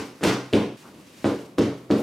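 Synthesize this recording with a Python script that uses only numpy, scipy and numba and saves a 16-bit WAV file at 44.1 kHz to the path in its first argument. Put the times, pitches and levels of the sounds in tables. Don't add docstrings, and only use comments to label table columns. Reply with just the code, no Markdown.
import sys
import numpy as np
from scipy import signal
from scipy.fft import rfft, irfft
from scipy.io import wavfile
from scipy.ndimage import uniform_filter1d
from numba import njit

SR = 44100
rng = np.random.default_rng(int(sys.argv[2]) if len(sys.argv) > 2 else 0)


def dump(signal):
    limited = np.clip(np.atleast_2d(signal).T, -1, 1)
    pcm = np.round(limited * 32767).astype(np.int16)
    wavfile.write(sys.argv[1], SR, pcm)


def linear_from_db(decibels):
    return 10 ** (np.asarray(decibels, float) / 20)


N = 89434
RING_OUT = 28672

# freq_hz [Hz], level_db [dB], t60_s [s], side_db [dB re mid]
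TAIL = [(60, 4, 0.3, -33), (194, 3, 0.39, -26.5), (530, 7.5, 0.43, -16.5), (1120, 7, 0.44, -9),
        (3060, -2, 0.45, -8), (5940, -1.5, 0.46, -7), (9500, -4.5, 0.38, -7), (16000, 9, 0.37, -10)]


def read(table, hz, order=1):
    table = np.array(table, float)
    return np.interp(np.log(np.maximum(hz, 1)), np.log(table[:, 0]), table[:, order])


def noise(table, size):
    gain = linear_from_db(read(table, np.fft.rfftfreq(size, 1 / SR)))
    x = irfft(rfft(rng.standard_normal(size)) * gain, size)
    return x / x.std()


def walk(rate_hz):
    k = int(SR / rate_hz)
    steps = np.repeat(rng.standard_normal(N // k + 1), k)
    x = uniform_filter1d(steps, k)[:N]
    return x / x.std()


def rings(table, t, gain, phase):
    total = 0
    for (hz, db, t60_s), g, p in zip(table, gain, phase):
        total = total + g * linear_from_db(db - 60 * t / t60_s) * np.sin(2 * np.pi * hz * t + p)
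    return total


def hum():
    # freq_hz [Hz], level_db [dB]
    hum_colour = [(15, -65), (25, -16), (269, 3), (749, -12.5), (1120, -14), (1680, -24), (2030, -21.5),
                  (5520, -33), (15800, -34.5)]
    level_db, wander_db = -49.5, 1.2
    side_colour = [(hz, db + read(TAIL, hz, order=3)) for hz, db in hum_colour]
    mid = linear_from_db(level_db + wander_db * walk(9.92)) * noise(hum_colour, N)
    side = linear_from_db(level_db - 11) * noise(side_colour, N)
    return np.array([mid, side])


def cloth():
    # time_s [s], level_db [dB]
    rub_effort = [(0, -48), (0.121, -58.5), (.19, -55.5), (.4, -65), (.5, -57), (.7, -64), (.765, -62),
                  (0.774, -51.5), (.87, -55), (.93, -60), (1.05, -56.5), (1.15, -55), (1.232, -49.5),
                  (1.45, -55), (1.56, -70), (1.78, -57.5), (1.88, -67), (2.03, -58)]
    # freq_hz [Hz], level_db [dB]
    rub_colour = [(290, -40), (500, -26), (1440, -6), (2870, -4), (3130, -6.5), (5190, -8), (15800, -18.5)]
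    # centre_s [s], length_s [s], level_db [dB], centre_hz [Hz]
    shuffles = [
        (0.868, 0.04, -49.5, 940),
        (0.83, .07, -56, 236),
        (1.01, 0.031, -65, 450),
        (1, 0.027, -54, 230),
        (2, 0.034, -34, 520),
        (0.41, .025, -62, 700),
        (1.59, 0.0075, -28, 970),
        (1.622, 0.0096, -42, 4300),
    ]
    flicker_db = 1.2
    t = np.arange(N) / SR
    effort_db = np.interp(t, *np.array(rub_effort).T)
    hiss = np.array([noise(rub_colour, N), linear_from_db(-8) * noise(rub_colour, N)])
    out = hiss * linear_from_db(effort_db + flicker_db * walk(70.2))
    for centre_s, length_s, db, hz in shuffles:
        colour = [(hz / 3, -30), (hz / 1.25, 0), (hz * 1.35, 0), (hz * 3, -30)]
        out[0] += linear_from_db(db) * noise(colour, N) * np.exp(-((t - centre_s) / length_s) ** 2)
    return out


def bracelet():
    partial_hz = [5227, 8823, 12990]
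    # level_db [dB], t60_s [s]
    partial_decay = [(-2, .25), (-6, .22), (-3, .16)]
    # start_s [s], level_db [dB]
    knocks = [
        (0, -56),
        (.046, -57),
        (.073, -63),
        (.385, -69),
    ]
    jangle_db = 4
    partials = [(hz, *row) for hz, row in zip(partial_hz, partial_decay)]
    out = np.zeros(N)
    for start_s, db in knocks:
        t = np.arange(N) / SR - start_s
        gain_chance, phase = rng.standard_normal((len(partials), 2)).T
        out += linear_from_db(db) * (t >= 0) * rings(partials, np.maximum(t, 0), linear_from_db(gain_chance), phase)
    return np.array([out, 0.4 * out]) * linear_from_db(jangle_db * walk(190))


def tail_bands():
    level_db, rise_s = -28.5, 0.0031
    t = np.arange(RING_OUT) / SR
    f = np.fft.rfftfreq(RING_OUT, 1 / SR)
    white = rfft(rng.standard_normal((2, RING_OUT)))
    rise = 1 - np.exp(-(t / rise_s) ** 2)
    bands, fades = [], []
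    for hz in 44 * 2 ** np.arange(0, 9, .5):
        octaves = np.log2(np.maximum(f, 1) / hz)
        band = irfft(white * np.cos(np.pi * np.clip(octaves, -.5, .5)) ** 2, RING_OUT)
        bands.append(band * np.array([[1], [linear_from_db(read(TAIL, hz, order=3))]]))
        fade_db = level_db + read(TAIL, hz) - 60 * t / read(TAIL, hz, order=2)
        fades.append(linear_from_db(fade_db) * rise)
    return np.array(bands), np.array(fades)[:, None]


def room(bands, fades):
    # freq_hz [Hz], level_db [dB], t60_s [s]
    room_modes = [(81.8, -26, 0.7), (103.3, 2.5, 0.24), (127.4, -5.5, 0.65), (166.1, -22, 0.91),
                  (189.4, -2, 0.39), (214.1, 2.5, 0.29), (247.7, -13.5, 0.42), (283, -0.5, 0.42),
                  (310.4, -3.5, 0.32), (347.2, 6.5, 0.16), (417, -2.5, 0.21), (450, -12.5, 0.15),
                  (474.7, -10.5, 0.44), (551, -5, 0.39)]
    echo_s = [.0065, .0135]
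    # level_db [dB], pan [-1..1]
    echoes = [(-12.5, 0.047), (-7.5, -0.26)]
    modes_db, scatter_db, rise_cycles = -43, 3, 1.6
    port_lag = 0.24
    t = np.arange(RING_OUT) / SR
    gain_chance, phase_chance = rng.standard_normal((len(room_modes), 2)).T
    out = (np.roll(bands, rng.integers(RING_OUT), axis=2) * fades).sum(axis=0)
    build = [1 - np.exp(-t * hz / rise_cycles) for hz, _, _ in room_modes]
    gain = linear_from_db(scatter_db * gain_chance)[:, None] * build
    out[0] += linear_from_db(modes_db) * rings(room_modes, t, gain, 1.54 * phase_chance)
    out[0, 0] += 1
    out[1, :2] += port_lag * np.array([1, -1])
    for delay_s, (db, pan) in zip(echo_s, echoes):
        out[:, int(delay_s * SR)] += linear_from_db(db) * np.array([1, pan])
    return out


def pat(late_s, push_db, push_hz, slap_db, puff_db, slap_hz, slap_cycles, snap_db, fall_s):
    # freq_hz [Hz], level_db [dB]
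    puff_colour = [(300, -30), (800, 3.5), (1600, -2), (3000, -1), (5500, -5.5), (9000, -13.5),
                   (13000, -28), (16000, -38)]
    snap_hz, snap_cycles, push_damp, rise_share = 7900, 1.13, 2.95, 0.36
    t = np.maximum(np.arange(8192) / SR - late_s, 0)

    def ring(hz, cycles):
        decay = 3 * hz * t / cycles
        return np.sin(2 * np.pi * hz * t) * np.e * decay * np.exp(-decay)

    push = -ring(push_hz, 3 / push_damp)
    slap = ring(slap_hz, slap_cycles) + linear_from_db(snap_db) * ring(snap_hz, snap_cycles)
    puff_env = (1 - np.exp(-t / fall_s / rise_share)) * np.exp(-t / fall_s)
    puff = noise(puff_colour, 8192) * puff_env
    return linear_from_db(push_db) * push + linear_from_db(slap_db) * slap + linear_from_db(puff_db) * puff


def pats():
    # start_s [s], push_db [dB], push_hz [Hz], slap_db [dB], puff_db [dB]
    pat_rows = [(-.09, -14, 323, -24, -24.5), (0.2098, -28.5, 325, -30, -40), (.231, -15, 343, -19, -23.5),
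                (0.2372, -14, 343, -10, -21.5), (.262, -11, 324, -26, -19), (0.528, -18.5, 430, -39, -27.5),
                (0.535, -6, 338, -9.5, -27), (1.2440, -10, 382, -14.5, -32), (1.578, -29, 410, -65, -43),
                (1.5838, -10, 363, -16, -25.5), (1.608, -14.5, 233, -22, -30.5),
                (1.895, -34, 410, -59, -47), (1.9036, -10.5, 378, -24, -34.5),
                (1.912, -15.5, 290, -13, -33.5), (1.9192, -20, 249, -26, -38.5)]
    # slap_hz [Hz], slap_cycles [cycles], snap_db [dB], puff_fall_s [s]
    skin_rows = [(4070, 0.56, -9, 0.026), (1200, 0.61, -30, 0.025), (1360, 1.2, -9.5, 0.0091),
                 (2700, 1.06, -0.5, 0.016), (2560, 2.5, -2, 0.02), (1924, 0.95, -25, 0.003),
                 (2936, 1.68, -12, 0.022), (1860, 0.5, -23, 0.029), (1413, 0.84, -37, 0.0027),
                 (3040, 0.69, -14, 0.0076), (2000, 1.3, -25, 0.018), (1500, 1, -25, .008),
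                 (1495, 1.2, -26, .008), (3520, 0.87, -15, 0.0072), (4900, 0.674, -15, 0.04)]
    change_s, fade_s = .766, 0.0024
    lead = int(.12 * SR)
    bands, fades = tail_bands()
    out = np.zeros((2, 2, N + 2 * SR))
    for (start_s, *hit), skin in zip(pat_rows, skin_rows):
        at = start_s * SR + lead
        dry_pat = pat(at % 1 / SR, *hit, *skin)
        heard = signal.fftconvolve(dry_pat[None], room(bands, fades), axes=1)
        out[int(start_s > change_s), :, int(at):int(at) + heard.shape[1]] += heard
    before, after = out[:, :, lead:lead + N]
    return before * np.clip((change_s - np.arange(N) / SR) / fade_s, 0, 1) + after


def scene():
    mid, side = pats() + cloth() + bracelet() + hum()
    return np.array([mid + side, mid - side])


@njit
def follow(x, up, down):
    e, out = 1e-6, np.empty(len(x))
    for i in range(len(x)):
        e += (x[i] - e) * (up if x[i] > e else down)
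        out[i] = e
    return out


def band_limit(x):
    return signal.sosfilt(signal.butter(12, 15950, fs=SR, output="sos"), x)


def record(dry):
    threshold_db, ratio, attack_s, release_s = -16, 1.545, 0.00061, 0.027
    low_cut = signal.butter(3, 67.6, "high", fs=SR, output="sos")
    top_cut = signal.butter(2, 13600, fs=SR, output="sos")
    x = signal.sosfilt(np.vstack([low_cut, top_cut]), dry)
    level = follow(np.abs(x).max(axis=0), 1 / (attack_s * SR), 1 / (release_s * SR))
    gain = np.minimum(linear_from_db(threshold_db) / level, 1) ** (1 - 1 / ratio)
    return band_limit(x * gain)


dry = scene()
out = record(dry)
dump(out)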